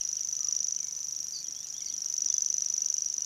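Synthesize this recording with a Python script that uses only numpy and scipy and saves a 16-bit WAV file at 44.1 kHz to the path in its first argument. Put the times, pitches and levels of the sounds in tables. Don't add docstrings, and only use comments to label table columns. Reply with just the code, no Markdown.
import sys
import numpy as np
from scipy import signal
from scipy.fft import rfft, irfft, next_fast_len
from scipy.io import wavfile
from scipy.ndimage import uniform_filter1d

SR = 44100
rng = np.random.default_rng(int(sys.argv[2]) if len(sys.argv) > 2 else 0)


def digitize_waveform(pressure):
    field = np.atleast_2d(pressure).T
    bounded = np.clip(field, -1, 1)
    quanta = np.round(bounded * 32767).astype(np.int16)
    wavfile.write(sys.argv[1], SR, quanta)


def boost(x):
    u = np.asarray(x, float) / 20
    return 10 ** u


N = 143325

CYCLE_S = 0.0399
FACING_DB = -10.5
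WARBLE_HZ = 136.5


def walk(rate_hz):
    k = int(SR / rate_hz)
    held = np.repeat(rng.standard_normal(N // k + 1), k)
    return 1.295 * uniform_filter1d(uniform_filter1d(held, k), k)[:N]


def add(out, at_s, shapes):
    index = np.round(np.asarray(at_s) * SR).astype(int)[:, None] + np.arange(shapes.shape[1])
    inside = (index >= 0) & (index < N)
    np.add.at(out, index[inside], shapes[inside])


def tail(t60_s):
    t = np.arange(int(t60_s * SR)) / SR
    build_up = np.minimum(t / 0.0026, 1)
    h = rng.standard_normal(SR)[:len(t)] * boost(-60 * t / t60_s) * build_up
    return h / np.sqrt(np.sum(h ** 2))


def voiced(hz, env, overtone_db, start, hook_hz=0):
    phase = 2 * np.pi * (np.cumsum(hz, axis=1) / SR + start)
    hook = 2 * np.pi * np.cumsum(hook_hz + 0 * hz, axis=1) / SR
    top = env.max(axis=1, keepdims=True)
    overtone = boost(overtone_db) * top * (env / top) ** 1.3
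    return env * np.sin(phase) + overtone * np.sin(2 * (phase + hook))


# f/Hz, level/dB (per Hz)
HUSH_SPECTRUM = [
    (28, -8),
    (55, -3.5),
    (150, 0.5),
    (450, -10.5),
    (2000, -11),
    (4000, -9.5),
    (9000, -11.5),
    (15500, -23),
]


def hush():
    rumble_hz, rumble_fade_db_per_s = 130, 1
    size = next_fast_len(N)
    octave = np.log2(np.arange(size // 2 + 1) * SR / size + 1)
    hz, db = np.array(HUSH_SPECTRUM).T
    colour = boost(np.interp(octave, np.log2(hz), db, left=-30))
    swell, out = walk(0.36), 0
    for centre in np.arange(4., 16.):
        share = np.sqrt(np.clip(1 - np.abs(octave - centre), 0, 1))
        band = irfft(rfft(rng.standard_normal(size)) * colour * share, size)[:N]
        fade_db = (2 ** centre < rumble_hz) * rumble_fade_db_per_s * np.arange(N) / SR
        out = out + band * boost(0.14 * swell + 0.59 * walk(8.98) - fade_db)
    return boost(-58.5) * out / np.sqrt(np.mean(out ** 2))


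# cycle number, note onset t/s
REEL_BEAT = [(0, 0.0102), (5, 0.2072), (19, 0.7623), (24, 0.9641), (34, 1.3621), (41, 1.6433), (43, 1.7),
             (50, 1.9787), (65, 2.5807), (70, 2.7786), (75, 2.9807), (77, 3.0595), (81, 3.22)]
# t/s, note level/dB, tick level/dB (re note),
# overtone level/dB (re note), note f/Hz
REEL_COURSE = [(0.01, -19, -4, -30.5, 6000), (0.29, -21, -1, -27.5, 6086), (0.52, -16.5, -2.5, -31, 5984),
               (0.72, -18.5, -2, -35, 6080), (0.92, -25, 1, -26.5, 6120), (1.2, -22, -1.5, -24, 5970),
               (1.4, -30, 3.5, -23.5, 6046), (1.48, -24.5, -0.7, -28, 5960), (1.6, -30.5, 3.5, -23, 5940),
               (1.78, -26.5, 1.5, -26.5, 5950), (2.1, -20, -1.5, -27, 6010), (2.3, -14, -2, -33.5, 6076),
               (2.38, -14.5, -5, -29.5, 6110), (2.66, -17.5, -3.5, -32, 6050), (2.9, -16, -3.5, -28, 6100),
               (3.1, -19.5, -3.5, -32.5, 6070), (3.22, -18.5, -3, -31, 6010)]


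def warbler():
    stutter_cycle = 42
    rise_s, peak_s, swell_db, fall_db_per_s = 0.00054, 0.0022, 6, 2887
    sag_hz, sag_s, hook_hz, hook_s = 265, 0.0044, 260, 0.0006
    after_s, after_wide_s, after_db, after_drop_hz, after_follow = 0.0063, 0.0014, -11, 270, 0.65
    tick_lead_s, tick_wide_s, tick_top_hz, tick_range_hz, tick_climb_s = 0.0129, 0.00046, 7255, 1180, 0.0007
    tick_tail_s, tick_tail_wide_s, tick_tail_hz, tick_tail_db = 0.0019, 0.0008, 6550, -11
    click_lead_s, click_wide_s, click_hz, click_db, click_overtone_db = 0.0178, 0.00045, 3050, -31, 11.5

    count, times = np.array(REEL_BEAT).T
    count, times = np.append(count, count[-1] + 1), np.append(times, times[-1] + CYCLE_S)
    onset = np.interp(np.arange(count[-1] + 1), count, times)
    onset[stutter_cycle] = onset[stutter_cycle - 1] + CYCLE_S
    sung = (np.arange(len(onset)) != stutter_cycle)[:, None]
    course = np.array(REEL_COURSE).T
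    note_db, tick_db, over_db, hz = (np.interp(onset, course[0], c)[:, None] for c in course[1:])
    chance = rng.standard_normal((len(onset), 8)).T[:, :, None]
    turn = rng.random((len(onset), 4)).T[:, :, None]
    hz = hz + 29 * chance[0]

    span = 1 / 100
    t = np.arange(int(span * SR))[None] / SR
    u = t - span / 2

    def bell(wide_s, late_s=0):
        return np.exp(-((u - late_s) / wide_s) ** 2)

    out = np.zeros(N)
    shape_db = -swell_db * np.maximum(1 - t / peak_s, 0) - fall_db_per_s * np.maximum(t - peak_s, 0)
    shape_db = shape_db - 13.5 * np.maximum(t / sag_s - 1, 0) ** 2
    shape = np.sin(np.pi / 2 * np.clip(t / rise_s, 0, 1)) ** 2 * boost(shape_db)
    shape = uniform_filter1d(shape, size=11, axis=1, mode="constant")
    note = voiced(hz - sag_hz * (t / sag_s) ** 2, shape * boost(-0.05 * chance[1]),
                  over_db - 0.5 + 0.78 * chance[2], turn[0], hook_hz * np.exp(-t / hook_s))
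    add(out, onset - rise_s / 2, sung * note)

    level_db = after_db + (after_follow - 1) * (note_db - FACING_DB) + 1.4 * chance[3]
    after = voiced(hz - after_drop_hz + 0 * t, bell(after_wide_s) * boost(level_db), over_db - 1.5, turn[1])
    add(out, onset + after_s - span / 2, sung * after)

    tick_hz = np.maximum(tick_top_hz - tick_range_hz * np.exp(-u / tick_climb_s), 3200)
    climb = 2 * np.pi * (np.cumsum(tick_hz, axis=1) / SR + turn[2])
    tick = (bell(tick_wide_s) + boost(-26) * bell(tick_wide_s, -0.0005)) * np.sin(climb)
    octave_db = -31 + 0.25 * (over_db + 28) + 1.6 * chance[6]
    octave_env = 0.9 * bell(tick_wide_s, -0.0006) + 1.2 * bell(tick_wide_s, 0.00035)
    tick = tick + boost(octave_db) * octave_env * np.sin(2 * climb)
    tail_hz = tick_tail_hz + 300000.0 * (u - tick_tail_s) + 0 * hz
    tick = tick + voiced(tail_hz, boost(tick_tail_db) * bell(tick_tail_wide_s, tick_tail_s), -41, turn[1])
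    tick_at = onset - tick_lead_s - span / 2 + 0.00012 * chance[4, :, 0]
    add(out, tick_at, tick * boost(tick_db + 0.6 * chance[5]))

    click_env = bell(click_wide_s) * boost(click_db + 1.6 * chance[7])
    click = voiced(click_hz + 0 * u + 120 * chance[0], click_env, click_overtone_db, turn[3])
    add(out, onset - click_lead_s - span / 2, click)
    return out, np.interp(np.arange(N) / SR, course[0], course[1])


# delay t/s, level/dB
REFLECTIONS = [
    (.0047, -17),
    (0.0095, -24),
    (0.0153, -18),
    (0.0172, -23),
]


def reeds(reel, facing_db):
    sway_hz, echo_follow, scatter_follow = 1.6, 0.54, 0.23
    t60_s, diffuse_db, scatter_low_hz = 0.13, -12.5, 6200
    i = np.arange(N)
    x = signal.sosfilt(signal.butter(2, 4500, "high", fs=SR, output="sos"), reel)
    near = x * boost(FACING_DB + echo_follow * (facing_db - FACING_DB))
    wide = x * boost(FACING_DB + scatter_follow * (facing_db - FACING_DB))
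    out = np.zeros(N)
    for lag_s, db in REFLECTIONS:
        level = boost(db + 1.6 * walk(sway_hz))
        out += level * np.interp(i - SR * (lag_s + 0.00025 * walk(sway_hz)), i, near)
    sway = [walk(2.227 * sway_hz) for _ in range(3)]
    band_hz = [scatter_low_hz, 1.7 * scatter_low_hz]
    wide = signal.sosfilt(signal.butter(1, band_hz, "band", fs=SR, output="sos"), wide)
    norm = np.sqrt(sum(s ** 2 for s in sway) + 1e-9)
    diffuse = sum(signal.fftconvolve(wide * s / norm, tail(t60_s))[:N] for s in sway)
    return out + boost(diffuse_db) * diffuse


# start t/s, length t/s, first f/Hz, last f/Hz, level/dB
FAR_CHIRPS = [(.002, 0.023, 3260, 2450, -50), (0.03, 0.012, 2500, 2300, -62),
              (0.174, 0.026, 3350, 2430, -55), (0.2, 0.017, 2460, 2130, -60),
              (0.226, 0.018, 2300, 2200, -64), (.388, 0.203, 1246, 1156, -63),
              (0.481, 0.015, 3000, 2680, -56), (.522, 0.022, 2640, 3180, -66), (.51, .014, 1930, 2300, -63),
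              (.768, 0.022, 3120, 2650, -61), (.78, 0.015, 3090, 3050, -55),
              (0.782, 0.033, 2640, 2240, -62), (0.822, 0.024, 2350, 2120, -62),
              (0.858, 0.015, 2300, 2130, -58), (.888, .02, 2180, 2220, -62),
              (1.446, 0.028, 3540, 2930, -54), (1.468, 0.044, 2040, 1980, -67.5),
              (1.647, 0.024, 3070, 2470, -58.5), (1.811, 0.016, 2330, 2100, -54.5),
              (1.842, 0.011, 2240, 2050, -52), (1.871, .014, 2230, 2050, -55.5),
              (1.906, 0.015, 2160, 2100, -56), (1.91, 0.015, 3960, 3420, -48),
              (2.095, 0.025, 2490, 2630, -66), (2.29, 0.042, 3500, 3500, -54.5),
              (2.345, 0.049, 3490, 3400, -58), (2.271, 0.017, 5500, 4900, -38),
              (2.339, 0.025, 5130, 4820, -49), (2.4, .026, 5120, 4750, -46.5),
              (2.392, 0.0076, 4850, 4750, -41), (2.33, .014, 4950, 5150, -48),
              (2.72, .07, 1200, 1170, -71), (2.75, .03, 3500, 3400, -64), (2.755, .015, 2320, 2270, -64),
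                (2.783, .018, 2300, 2220, -63), (2.818, .016, 2260, 2220, -65),
                (2.82, .03, 2820, 2780, -63), (2.955, .035, 3000, 2850, -65), (3.09, .04, 3020, 2970, -65),
                (3.21, .028, 2880, 2900, -60), (3.2, .05, 1380, 1420, -68), (3.13, .03, 3650, 3580, -64),
                (1.845, .018, 3200, 2950, -62), (1.865, .018, 2700, 2400, -65),
                (1.905, .016, 3100, 2850, -62), (1.41, .02, 2500, 2250, -64), (.158, .018, 3520, 3520, -61)]
# (t/s, f/Hz)
FAR_WHISTLES = [
    (-57.5, -4, [(1.548, 3140), (1.568, 3350), (1.615, 3500), (1.64, 3720), (1.674, 4420)]),
    (-54, -2, [(1.74, 3130), (1.77, 3470), (1.79, 3640), (1.801, 3480), (1.82, 2830)]),
    (-57, -1, [(1.89, 3050), (1.91, 3400), (1.925, 3480), (1.942, 3300), (1.96, 2980)]),
    (-66, -2, [(2.053, 2780), (2.068, 3000), (2.08, 2980), (2.094, 2850)]),
]


def far_birds():
    t, out = np.arange(N) / SR, np.zeros(N)
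    chirps = FAR_CHIRPS
    calls = [(db, 0, [(s, first), (s + length, last)]) for s, length, first, last, db in chirps]
    for db, depth, path in calls + FAR_WHISTLES:
        s, hz = np.array(path).T
        on = (t >= s[0]) & (t < s[-1])
        u, length = t[on], s[-1] - s[0]
        edge = np.clip(np.minimum((u - s[0]) / 0.005, (s[-1] - u) / 0.012), 0, 1)
        fade_db = -7 * min(length / 0.17 + (depth > 0), 1) ** 2
        edge = edge * boost(fade_db * (u - s[0]) / length)
        pitch = np.interp(u, s, hz) + depth * np.sin(2 * np.pi * WARBLE_HZ * (u - s[0]))
        out[on] += boost(db) * edge * np.sin(2 * np.pi * np.cumsum(pitch) / SR)
    out = out * boost(1.5 * walk(70))
    nearer = trills()
    return out + nearer + boost(-8) * signal.fftconvolve(out + 0.5 * nearer, tail(0.21))[:N]


# t/s, f/Hz, damping in cycles, level/dB
STEM_KNOCKS = [
    (.0295, 9500, 4, -35),
    (.15, 9500, 5, -44),
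    (2.292, 1100, 2.2, -50),
    (.99, 1050, 3, -56),
    (1.615, 900, 3, -55),
    (1.2, 300, 4, -54),
    (1.495, 300, 5, -52),
    (1.93, 300, 4, -54),
    (2.24, 300, 4, -54),
]


def knocks():
    s, hz, cycles, db = np.array(STEM_KNOCKS).T[:, :, None]
    t, out = np.arange(SR // 20) / SR, np.zeros(N)
    add(out, s[:, 0], boost(db) * np.exp(-t * hz * 2 / cycles) * np.sin(2 * np.pi * hz * t))
    return out


# t/s, f/Hz, level/dB, warble depth f/Hz
TRILL_PATHS = [
    [(1.329, 4260, -52, 0), (1.335, 4900, -35.5, 0), (1.35, 4700, -37.5, 0), (1.36, 4520, -33, 23),
     (1.364, 4535, -38, 250), (1.39, 4500, -40.5, 230), (1.411, 4500, -45, 194), (1.424, 4350, -58, 150)],
    [(1.857, 4930, -54, 100), (1.862, 4830, -43, 130), (1.872, 4540, -43.5, 130), (1.897, 4450, -42.5, 130),
     (1.904, 4200, -54, 100)],
]


def trills():
    t, out = np.arange(N) / SR, np.zeros(N)
    for rows in TRILL_PATHS:
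        s, hz, db, depth = np.array(rows).T
        on = (t >= s[0]) & (t < s[-1])
        turn = 2 * np.pi * WARBLE_HZ * (t[on] - s[0])
        depth = np.interp(t[on], s, depth)
        pulse = 1 + 0.55 * np.clip(depth / 200, 0, 1) * np.sin(turn + 2.7)
        pitch = np.interp(t[on], s, hz) + depth * np.sin(turn + 2.0)
        out[on] += boost(np.interp(t[on], s, db)) * pulse * np.sin(2 * np.pi * np.cumsum(pitch) / SR)
    return out


def scene():
    reel, facing_db = warbler()
    mix = hush() + reel * boost(facing_db) + reeds(reel, facing_db) + far_birds() + knocks()
    lead = int(5 * (CYCLE_S - 0.0005) * SR)
    earlier = reel * (np.arange(N) < lead)
    mix[:N - lead] += reeds(earlier, facing_db)[lead:]
    return mix[None]


def band_limit(x):
    return signal.sosfilt(signal.butter(12, 16410, fs=SR, output="sos"), x)


def record(dry):
    top_hz = 15750
    mix = signal.sosfilt(signal.ellip(8, 0.2, 70, top_hz, fs=SR, output="sos"), dry)
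    return band_limit(mix)


dry = scene()
out = record(dry)
digitize_waveform(out)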